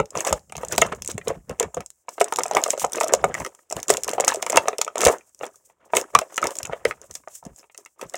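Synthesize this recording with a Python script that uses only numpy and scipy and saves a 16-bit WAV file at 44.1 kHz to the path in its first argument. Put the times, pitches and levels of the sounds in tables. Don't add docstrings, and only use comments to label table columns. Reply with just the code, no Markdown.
import sys
import numpy as np
from scipy import signal
from scipy.io import wavfile
from scipy.ndimage import uniform_filter1d

SR = 44100
rng = np.random.default_rng(int(sys.argv[2]) if len(sys.argv) > 2 else 0)


def inscribe(sig):
    pcm = np.round(np.clip(np.atleast_2d(sig).T, -1, 1) * 32767)
    wavfile.write(sys.argv[1], SR, pcm.astype(np.int16))


N = 360297

# start_s, level_db, pitch_hz, upper_modes_db
BUCKLINGS = [(0.0, -4.5, 552, -8), (0.153, -22, 1020, 1), (0.167, -31, 466, 6), (0.183, -40, 1220, 6),
             (0.208, -26.5, 626, 8.5), (0.251, -25, 1180, -5.5), (0.27, -32, 700, 13.5),
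             (0.308, -19, 695, -34), (0.326, -7, 631, -9), (0.498, -34.5, 734, 4), (0.523, -29.5, 860, 2.5),
             (0.553, -27.5, 850, 4), (0.58, -28, 880, -0.5), (0.633, -18, 494, -8),
             (0.727, -22.5, 550, 2.5), (0.782, -11.5, 703, -6.5), (0.82, -2.5, 667, 1),
             (0.867, -52, 596, -3), (0.932, -25, 630, -7), (1.018, -50, 3780, -4), (1.089, -19.5, 370, -17),
             (1.179, -20, 420, 0), (1.214, -29.5, 2480, 3), (1.273, -14.5, 466, -6.5),
             (1.303, -12, 448, -25), (1.496, -22.5, 508, 0), (1.605, -14, 412, -8), (1.63, -17, 447, -0.5),
             (1.742, -28.5, 870, -22), (1.769, -15.5, 495, -39), (1.805, -26, 740, 0), (2.084, -29, 900, 4),
             (2.181, -22, 681, -7.5), (2.211, -4.5, 682, -4.5), (2.279, -26.5, 805, -7),
             (2.324, -12, 880, -8), (2.386, -11, 877, -3), (2.407, -20.5, 1220, -3), (2.456, -17, 740, -4),
             (2.496, -29.5, 714, -10), (2.511, -17.5, 800, -2.5), (2.548, -17.5, 688, -12),
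             (2.568, -4, 890, -0.5), (2.624, -26, 690, -10), (2.661, -14, 616, -11.5),
             (2.684, -16.5, 656, -17), (2.733, -14, 595, -8), (2.776, -19.5, 610, -17),
             (2.817, -23, 760, -26.5), (2.835, -23, 780, -8), (2.843, -9, 624, -8), (2.966, -27, 590, -1),
             (2.982, -15.5, 464, -2), (3.01, -9.5, 630, -3.5), (3.037, -17, 630, -7),
             (3.062, -22, 686, -10.5), (3.123, -13, 434, -26), (3.136, -4.5, 603, -5.5),
             (3.241, -2, 575, -11.5), (3.298, -24, 490, -21), (3.342, -20.5, 1960, -13),
             (3.35, -22, 1890, -5.5), (3.404, -27, 860, 3), (3.449, -22, 1930, -14), (3.462, -22, 2010, -3),
             (3.548, -38, 900, -4), (3.632, -50, 1010, 2), (3.709, -26, 700, -2.5), (3.724, -19, 704, -11),
             (3.768, -16.5, 336, -36), (3.901, -3, 426, -16), (3.955, -32.5, 583, -31.5),
             (3.977, -26, 500, -28), (4.083, -12.5, 760, -9), (4.132, -21.5, 600, -6),
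             (4.181, -14, 673, -7), (4.199, -8, 452, -8.5), (4.24, -18, 560, 1), (4.257, -31.5, 452, -17.5),
             (4.278, -10.5, 1230, -18.5), (4.32, -20.5, 920, -1.5), (4.345, -19.5, 663, -18.5),
             (4.37, -22, 400, -34.5), (4.396, -34, 900, -18), (4.427, -16, 754, 0), (4.465, -18, 903, 2.5),
             (4.498, -22, 540, 3), (4.529, -17.5, 795, -1.5), (4.544, -17, 630, -10),
             (4.562, -12.5, 880, -9), (4.573, -4, 901, 3.5), (4.656, -22, 580, -5.5), (4.674, -26, 600, 0),
             (4.682, -6.5, 702, -3), (4.73, -20.5, 650, -4), (4.788, -19.5, 439, -9.5),
             (4.814, -20.5, 1220, 9.5), (4.865, -27.5, 452, -0.5), (4.878, -22.5, 1210, -1),
             (4.956, -19.5, 608, -4), (4.978, -22.5, 690, -14), (5.034, -16, 476, -8),
             (5.065, -1.5, 632, -3), (5.081, -9, 593, 0), (5.096, -7, 447, -19), (5.11, -16.5, 472, -49),
             (5.138, -19, 404, -30), (5.209, -34.5, 2515, -9), (5.41, -26.5, 537, -5),
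             (5.433, -20, 783, -2), (5.443, -28.5, 448, -4), (5.543, -45, 1213, -17),
             (5.699, -42.5, 833, -1), (5.935, -10, 700, -5), (5.954, -19.5, 585, 2),
             (5.968, -13.5, 460, 12), (6.102, -38.5, 794, 1), (6.151, 0, 1165, 0), (6.188, -14.5, 1070, 1),
             (6.216, -19.5, 520, -5), (6.323, -31.5, 1400, -9), (6.379, -10.5, 2480, 7),
             (6.428, -15.5, 1360, -1), (6.441, -16, 465, 1), (6.604, -27, 550, -26),
             (6.651, -25, 2390, 7.5), (6.675, -29, 750, -20), (6.696, -25.5, 750, -33),
             (6.732, -12.5, 550, -8.5), (6.853, -7.5, 460, 1.5), (6.91, -22, 1254, 7.5),
             (7.014, -45, 700, -15), (7.104, -33.5, 434, -38), (7.201, -36, 301, -23),
             (7.236, -42, 1010, -1), (7.113, -38, 1940, -10), (7.275, -29, 865, -6), (7.427, -37, 900, -48),
             (7.461, -22.5, 257, -16), (7.507, -37.5, 243, -33), (7.63, -35, 2360, -10),
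             (7.64, -37.5, 798, 3.5), (7.698, -44, 900, 10), (7.747, -41.5, 757, 13),
             (7.785, -31, 429, -22), (7.86, -38.5, 1265, 12), (7.994, -38, 1160, -19.5),
             (8.013, -28, 1170, 2.5), (8.143, -24, 715, 6)]
# start_s, level_db
SNAPS = [(0.001, -26.5), (0.0568, -35), (0.105, -33), (0.1526, -36.5), (0.2056, -13.5), (0.249, -17.5),
         (0.2702, -16.5), (0.2935, -24.5), (0.327, -11.5), (0.394, -39), (0.4957, -41), (0.5225, -26.5),
         (0.557, -31.5), (0.567, -21.5), (0.5792, -25.5), (0.635, -31.5), (0.649, -24.5), (0.6842, -25),
         (0.723, -15), (0.761, -23.5), (0.78, -5), (0.787, -21), (0.8168, -3), (0.865, -25), (0.926, -31.5),
         (0.949, -34), (1.021, -19), (1.0475, -23.5), (1.0602, -25), (1.0757, -17.5), (1.084, -27),
         (1.1013, -29), (1.11, -33), (1.1135, -23), (1.1794, -25), (1.2813, -17), (1.286, -26),
         (1.4947, -23.5), (1.598, -9.5), (1.628, -18.5), (1.745, -21.5), (1.7685, -32), (1.8059, -28),
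         (1.861, -25.5), (1.9033, -28.5), (2.0903, -27.5), (2.1995, -21.5), (2.2052, -12.5), (2.214, -11.5),
         (2.243, -13.5), (2.2826, -29.5), (2.324, -18.5), (2.3366, -22.5), (2.3595, -14), (2.37, -17),
         (2.387, -17.5), (2.393, -21), (2.417, -36.5), (2.4346, -12), (2.463, -25), (2.481, -26.5),
         (2.512, -22.5), (2.535, -21.5), (2.55, -13.5), (2.569, -11), (2.616, -28.5), (2.638, -5.5),
         (2.664, -22), (2.679, -23), (2.7046, -7), (2.777, -26.5), (2.785, -34), (2.7962, -19),
         (2.806, -29), (2.8461, -19), (2.865, -31.5), (2.897, -36), (2.9208, -18.5), (2.9322, -16.5),
         (2.957, -19), (2.976, -29), (3.002, -17.5), (3.01, -15.5), (3.0134, -22), (3.032, -15.5),
         (3.043, -19), (3.0737, -29), (3.0815, -20), (3.1234, -28), (3.13, -27), (3.1359, -5),
         (3.149, -13.5), (3.2434, -20.5), (3.342, -22), (3.349, -28), (3.4, -26), (3.424, -40),
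         (3.448, -21.5), (3.4634, -23), (3.549, -37.5), (3.7, -25.5), (3.712, -25), (3.725, -16),
         (3.766, -19.5), (3.8007, -23.5), (3.8296, -18.5), (3.882, -16.5), (3.8936, -18.5), (3.902, 0),
         (3.915, -34), (3.9385, -14), (3.97, -14), (4.0347, -13.5), (4.0444, -19), (4.079, -15),
         (4.0916, -16), (4.104, -24.5), (4.113, -21.5), (4.134, -21), (4.2, -14), (4.206, -11.5),
         (4.2465, -15), (4.28, -1.5), (4.2893, -11), (4.34, -20.5), (4.345, -19.5), (4.358, -21.5),
         (4.421, -24.5), (4.425, -12), (4.464, -17.5), (4.4982, -14.5), (4.502, -17.5), (4.522, -16),
         (4.527, -20), (4.541, -32.5), (4.559, -11.5), (4.5707, -1.5), (4.5755, -14), (4.6836, -9.5),
         (4.783, -14), (4.814, -8), (4.847, -22), (4.879, -31), (4.957, -24), (4.981, -15), (4.989, -26.5),
         (5.007, -11), (5.0166, -12), (5.0229, -25.5), (5.031, -16.5), (5.0414, -16), (5.05, -4),
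         (5.057, -6.5), (5.07, -5.5), (5.084, -15), (5.091, -17), (5.104, -30), (5.184, -34), (5.293, -47),
         (5.347, -37), (5.391, -35.5), (5.4536, -35), (5.465, -30), (5.5577, -40.5), (5.9513, -15),
         (5.96, -22.5), (5.968, -4.5), (6.013, -19), (6.15, -8.5), (6.1885, -10.5), (6.213, -24.5),
         (6.343, -31), (6.359, -25), (6.367, -24), (6.3782, -16.5), (6.417, -29), (6.423, -29),
         (6.427, -26), (6.441, -16), (6.47, -12), (6.507, -24), (6.554, -22), (6.568, -26), (6.5863, -16),
         (6.6305, -17), (6.6537, -21), (6.6703, -29), (6.8512, -14.5), (7.0152, -33), (7.1105, -27.5),
         (7.14, -34), (7.1517, -19), (7.284, -36.5), (7.439, -44), (7.451, -33.5), (7.465, -42),
         (7.561, -38), (7.698, -52), (7.746, -40.5), (7.7771, -26), (7.783, -43), (7.85, -36.5),
         (7.8599, -34), (8.012, -32.5), (8.0146, -24), (8.0966, -29), (8.1384, -25.5), (8.155, -21.5),
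         (8.1635, -32)]


def panel_pops(focus_db_per_octave, scatter_db, flex, waver, rise_cycles, slip_db, slip_s):
    # frequency_hz, level_db, t60_s
    tray_modes = [(373, -12.5, 0.03), (452.7, 0.5, 0.055), (550, -3, 0.035), (634, 2.5, 0.03),
                  (740, 7, 0.019), (880, 7, 0.013), (1054, -4.5, 0.011), (1224, 7, 0.02), (1430, 1, 0.021),
                  (1960, 7, 0.0078), (2190, 1.5, 0.018), (2600, 3, 0.016), (3020, -0.5, 0.016),
                  (3870, 5, 0.0078)]
    mode_hz, mode_db, t60 = np.transpose(tray_modes)[:, :, None]
    t = np.arange(round(.09 * SR)) / SR
    out = np.zeros(N + 2 * len(t))
    variations = rng.standard_normal((len(BUCKLINGS), 3, len(tray_modes), 1))
    slips = rng.random((len(BUCKLINGS), 2, 12))
    steps = rng.standard_normal((len(BUCKLINGS), len(tray_modes), len(t) // 8 + 1))
    walks = np.cumsum(steps, axis=2).repeat(8, axis=2)
    for buckling, variation, (earliness, size), walk in zip(BUCKLINGS, variations, slips, walks):
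        start_s, level_db, pitch_hz, upper_modes_db = buckling
        strength, bend, phase = variation
        hz = mode_hz * (1 + flex * bend)
        own = np.argmin(np.abs(mode_hz - pitch_hz))
        hz[own] = pitch_hz
        octaves_away = np.abs(np.log2(hz / pitch_hz))
        share_db = np.where(mode_hz > 1500, upper_modes_db - 5.5, -4 - focus_db_per_octave * octaves_away)
        share_db[own] = -1 - np.minimum(mode_db[own], 0)
        ring_s = t60 * from_db(0.03 * (level_db + 9.5))
        ring_s[own] = np.maximum(ring_s[own], 5 / pitch_hz + .011)
        envelope = from_db(level_db + mode_db + share_db + scatter_db * strength - 60 * t / ring_s)
        swell = 1 - np.exp(-t * np.minimum(hz, 750) / rise_cycles)
        wander = waver * hz / 5000 * walk[:, :len(t)]
        pop = np.sum(envelope * swell * np.sin(2 * np.pi * hz * t + 2 * phase + wander), axis=0)
        slip_lags = np.minimum(slip_s * -np.log(earliness) * SR, len(t)).astype(int)
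        slip_gains = from_db(slip_db) * (2 * size - 1) * np.sqrt(earliness)
        for lag, gain in [(0, 1), *zip(slip_lags, slip_gains)]:
            i = int(start_s * SR) + lag
            out[i:i + len(t)] += gain * pop
    return out[:N]


def crease_ticks(t60, tone_share, rasp_db, rasp_t60):
    t = np.arange(round(.06 * SR)) / SR
    noise = rng.standard_normal((len(SNAPS), len(t) + 2))
    out = np.zeros(N + len(t))
    for (start_s, level_db), (pitch, length, *white) in zip(SNAPS, noise):
        tone = unit_rms(resonator(np.array(white), 6500 * from_db(1.2 * pitch), t60=0.0012))
        tone_gain = tone_share * from_db(-.2 * (level_db + 15))
        attack = np.minimum(t / (0.0006 * from_db(3.7 * length)), 1)
        decay = from_db(-60 * t / (t60 * from_db(2 * length)))
        rasp = from_db(rasp_db - 60 * t / rasp_t60)
        snap = (tone_gain * tone + bandpass(white, 2700, 11000)) * (decay + rasp) * attack
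        i = int(start_s * SR)
        out[i:i + len(t)] += from_db(level_db + 7) * snap / np.max(np.abs(snap))
    return out[:N]


def hollow_crackle(level_db):
    clicks = impulses(per_s=1300, spread_db=4.4, clump_db=2.5)
    panel = rng.integers(0, 30, N)
    crackle = 0
    for k, hz in enumerate(np.geomspace(350, 3600, 30)):
        gain = from_db(-4 * np.abs(np.log2(hz / 720)))
        crackle += gain * resonator(clicks * (panel == k), hz, t60=16 / hz)
    return from_db(level_db - 4) * unit_rms(crackle)


def fine_crackle(level_db):
    clicks = impulses(per_s=2400, spread_db=6, clump_db=4)
    crease = rng.integers(0, 18, N)
    crackle = 0
    for k, hz in enumerate(np.geomspace(1500, 15500, 18)):
        gain = from_db(7.4 * min(np.log2(hz / 5000), 0) - 4 * max(np.log2(hz / 8000), 0))
        crackle += gain * resonator(clicks * (crease == k), hz, t60=28 / hz)
    return from_db(level_db + 0.9 * (level_db + 40.5)) * unit_rms(crackle)


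def sliding_rustle(hollow_db, fine_db):
    white = rng.standard_normal((2, N))
    dull = from_db(hollow_db - 21.5 + 11.77 * drift(30)) * unit_rms(bandpass(white[0], 180, 2000))
    bright = from_db(fine_db - 8.5 + 9.8 * drift(9.2)) * unit_rms(bandpass(white[1], 2500, 15000))
    return dull + bright


def air_puffs(level_db):
    white = rng.standard_normal((2, N))
    lower = unit_rms(resonator(white[0], hz=62, t60=0.1))
    upper = unit_rms(resonator(white[1], hz=167, t60=0.027))
    return from_db(level_db) * unit_rms(lower + from_db(7) * upper)


def reverberation(x):
    # low_hz, high_hz, level_db, t60_s
    room_bands = [(338, 820, -11.5, 0.19), (900, 2500, -11, 0.036), (2400, 5600, -11.5, 0.083),
                  (5200, 13000, -29, 0.42)]
    t = np.arange(round(.4 * SR)) / SR
    white = rng.standard_normal((len(room_bands), len(t)))
    response = 0
    for (low_hz, high_hz, level_db, t60), noise in zip(room_bands, white):
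        envelope = from_db(-60 * t / t60) * np.clip(t / 0.0012, 0, 1) ** 2
        envelope /= np.sqrt(np.sum(envelope ** 2))
        response += from_db(level_db) * bandpass(noise, low_hz, high_hz) * envelope
    return signal.fftconvolve(x, response)[:N]


def add_swells(steady_db, events, offset_db, level_slope, rise_db_per_s, fall_db_per_s):
    time_s, level_db = np.transpose(events)[:2]
    power = np.full(N, 1e-14)
    event_power = from_db(2 * (offset_db + level_slope * level_db))
    np.add.at(power, np.minimum(time_s * SR, N - 1).astype(int), event_power)
    after = signal.lfilter([1], [1, -from_db(-2 * fall_db_per_s / SR)], power)
    before = signal.lfilter([0, 1], [1, -from_db(-2 * rise_db_per_s / SR)], power[::-1])[::-1]
    return 10 * np.log10(after + before + from_db(2 * steady_db))


def impulses(per_s, spread_db, clump_db):
    sizes = from_db(spread_db * np.minimum(rng.exponential(1, N), 4)) * rng.choice([-1, 1], N)
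    return sizes * (rng.random(N) < per_s * from_db(clump_db * drift(25)) / SR)


def resonator(drive, hz, t60):
    r, w = from_db(-60 / (t60 * SR)), 2 * np.pi * hz / SR
    return signal.lfilter([0, np.sin(w)], [1, -2 * r * np.cos(w), r * r], drive + 1e-18)


def drift(rate_hz):
    r = np.exp(-2 * np.pi * rate_hz / SR)
    return unit_rms(signal.lfilter([1], [1, -2 * r, r * r], rng.standard_normal(N + SR))[SR:])


def bandpass(x, low_hz, high_hz):
    edges_hz = [low_hz, min(high_hz, .45 * SR)]
    return signal.sosfilt(signal.butter(2, edges_hz, "band", fs=SR, output="sos"), x)


def from_db(db):
    return 10 ** (np.asarray(db) / 20)


def unit_rms(x):
    return x / np.sqrt(np.mean(x ** 2) + 1e-20)


def suppressor(x, threshold_db, slope, release_db_per_s, depth_db):
    level_db = 10 * np.log10(np.abs(uniform_filter1d(x ** 2, size=200)) + 1e-12)
    fall_db = release_db_per_s * np.arange(N) / SR
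    held_db = np.maximum.accumulate(level_db + fall_db) - fall_db
    return x * from_db(np.clip(slope * (held_db - threshold_db), -depth_db, 0))


def scene():
    # time_s, hollow_db, fine_db, air_db
    handling = [(0.0, -52, -61.5, -53), (0.11, -62, -77.5, -71.5), (0.57, -61.5, -84, -52),
                (0.73, -28.5, -45.5, -41), (1.59, -92.5, -82, -55), (2.05, -58, -88, -83),
                (2.41, -36, -44, -56.5), (2.96, -46.5, -53.5, -73.5), (3.27, -31, -46, -36),
                (3.62, -55.5, -61.5, -86.5), (3.96, -41, -47, -56.5), (4.3, -34, -50, -56.5),
                (4.94, -49, -53.5, -71.5), (5.46, -60, -65.5, -74), (6.55, -40, -47, -78.5),
                (6.85, -46, -57.5, -56.5), (7.87, -79.5, -79, -87.5), (8.17, -47, -42.5, -77)]
    # peak_time_s, hollow_db, fine_db
    crunches = [(0.176, -26, -36), (0.274, -23, -34.5), (0.611, -33.5, -42), (0.725, -33, -36),
                (0.856, -28, -45), (0.928, -38.5, -55), (1.101, -38.5, -39.5), (1.29, -30, -42),
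                (1.515, -36, -49.5), (1.619, -28.5, -62), (1.778, -37.5, -51.5), (2.098, -47, -45),
                (2.22, -34.5, -64), (2.4, -32.5, -49), (2.568, -21, -39), (2.72, -55, -41),
                (2.967, -31.5, -39), (3.098, -29, -54), (3.26, -46, -66.5), (3.385, -29, -42.5),
                (3.461, -36.5, -44), (3.791, -31.5, -46), (3.908, -27, -46.5), (4.1, -31, -43),
                (4.301, -43.5, -34), (4.55, -20.5, -55), (4.82, -53, -64), (5.015, -21.5, -35),
                (5.077, -17.5, -41), (5.44, -32.5, -41), (5.838, -45, -77), (5.976, -23, -38),
                (6.17, -51.5, -51), (6.338, -42.5, -48.5), (6.455, -23.5, -43), (6.874, -33, -47.5),
                (7.031, -43, -50), (7.157, -50, -44.5), (7.3, -72, -51), (7.35, -52.5, -58),
                (7.458, -42.5, -56), (7.59, -46.5, -44.5), (7.661, -62, -56), (7.8, -46, -50),
                (8.027, -34, -43), (8.151, -37.5, -60)]
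    # peak_time_s, level_db
    swings = [(0, -19.5), (.17, -36), (.33, -27), (.58, -37.5), (.8, -29), (.86, -36), (1.15, -32),
              (1.29, -30), (1.38, -34.5), (1.51, -28), (1.66, -32), (1.79, -32), (2.22, -62), (2.57, -47.5),
              (2.85, -38.5), (3.13, -46.5), (3.25, -42), (3.41, -31.5), (3.77, -33.5), (3.92, -37),
              (4.59, -42), (4.67, -53.5), (5.07, -23.5), (5.42, -56), (5.96, -42), (6.17, -33), (6.45, -41),
              (6.64, -42), (6.7, -36), (6.88, -36.5), (7.11, -49), (7.47, -39.5), (7.52, -41), (8.06, -45)]
    time_s, *levels_db = np.transpose(handling)
    hollow_db, fine_db, air_db = [np.interp(np.arange(N) / SR, time_s, db) for db in levels_db]
    crunch_s, crunch_hollow_db, crunch_fine_db = np.transpose(crunches)
    crunch_shape = dict(offset_db=6.3, level_slope=1.079, rise_db_per_s=430, fall_db_per_s=258)
    hollow_db = add_swells(hollow_db, np.c_[crunch_s, crunch_hollow_db], **crunch_shape)
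    fine_db = add_swells(fine_db, np.c_[crunch_s, crunch_fine_db], **crunch_shape)
    hollow_db = add_swells(hollow_db, BUCKLINGS, -24, 9, rise_db_per_s=896.5, fall_db_per_s=344)
    fine_db = add_swells(fine_db, SNAPS, -25, 2, rise_db_per_s=908, fall_db_per_s=399.5)
    air_db = add_swells(air_db, swings, 0.67, 0.97, rise_db_per_s=660, fall_db_per_s=670)
    tray = panel_pops(focus_db_per_octave=9, scatter_db=3, flex=0.047, waver=0.51,
                      rise_cycles=0.6, slip_db=-10, slip_s=0.0091)
    tray += crease_ticks(t60=0.0076, tone_share=0.5, rasp_db=-26.5, rasp_t60=0.073)
    tray += hollow_crackle(hollow_db) + fine_crackle(fine_db) + sliding_rustle(hollow_db, fine_db)
    tray = signal.sosfilt(signal.butter(2, 260, "high", fs=SR, output="sos"), tray)
    return (tray + reverberation(tray) + air_puffs(air_db))[None]


def record(dry):
    # centre_hz, width_hz, gain_db
    microphone_bells = [(4362, 6150, -15), (7230, 2980, 11.5), (11780, 12600, -12.5)]
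    hiss = from_db(-63.5) * bandpass(rng.standard_normal(N), 60, 16000)
    x = dry[0] + hiss
    for centre_hz, width_hz, gain_db in microphone_bells:
        b, a = signal.iirpeak(centre_hz, centre_hz / width_hz, SR)
        x = x + (from_db(gain_db) - 1) * signal.lfilter(b, a, x)
    x = signal.sosfilt(signal.butter(4, 52, "high", fs=SR, output="sos"), x)
    below_treble = signal.sosfiltfilt(signal.butter(4, 4700, fs=SR, output="sos"), x)
    bass = signal.sosfiltfilt(signal.butter(2, 95, fs=SR, output="sos"), x)
    middle, treble = below_treble - bass, x - below_treble
    middle = suppressor(middle, threshold_db=-28.5, slope=0.43, release_db_per_s=320.5, depth_db=19)
    treble = suppressor(treble, threshold_db=-58.5, slope=2.5, release_db_per_s=165, depth_db=15)
    x = bass + middle + treble
    rounded = x / (1 + np.abs(x) ** 6) ** (1 / 6)
    return signal.sosfilt(signal.cheby2(20, 60, 16500, "low", fs=SR, output="sos"), rounded)[None]


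dry = scene()
out = record(dry)
inscribe(out)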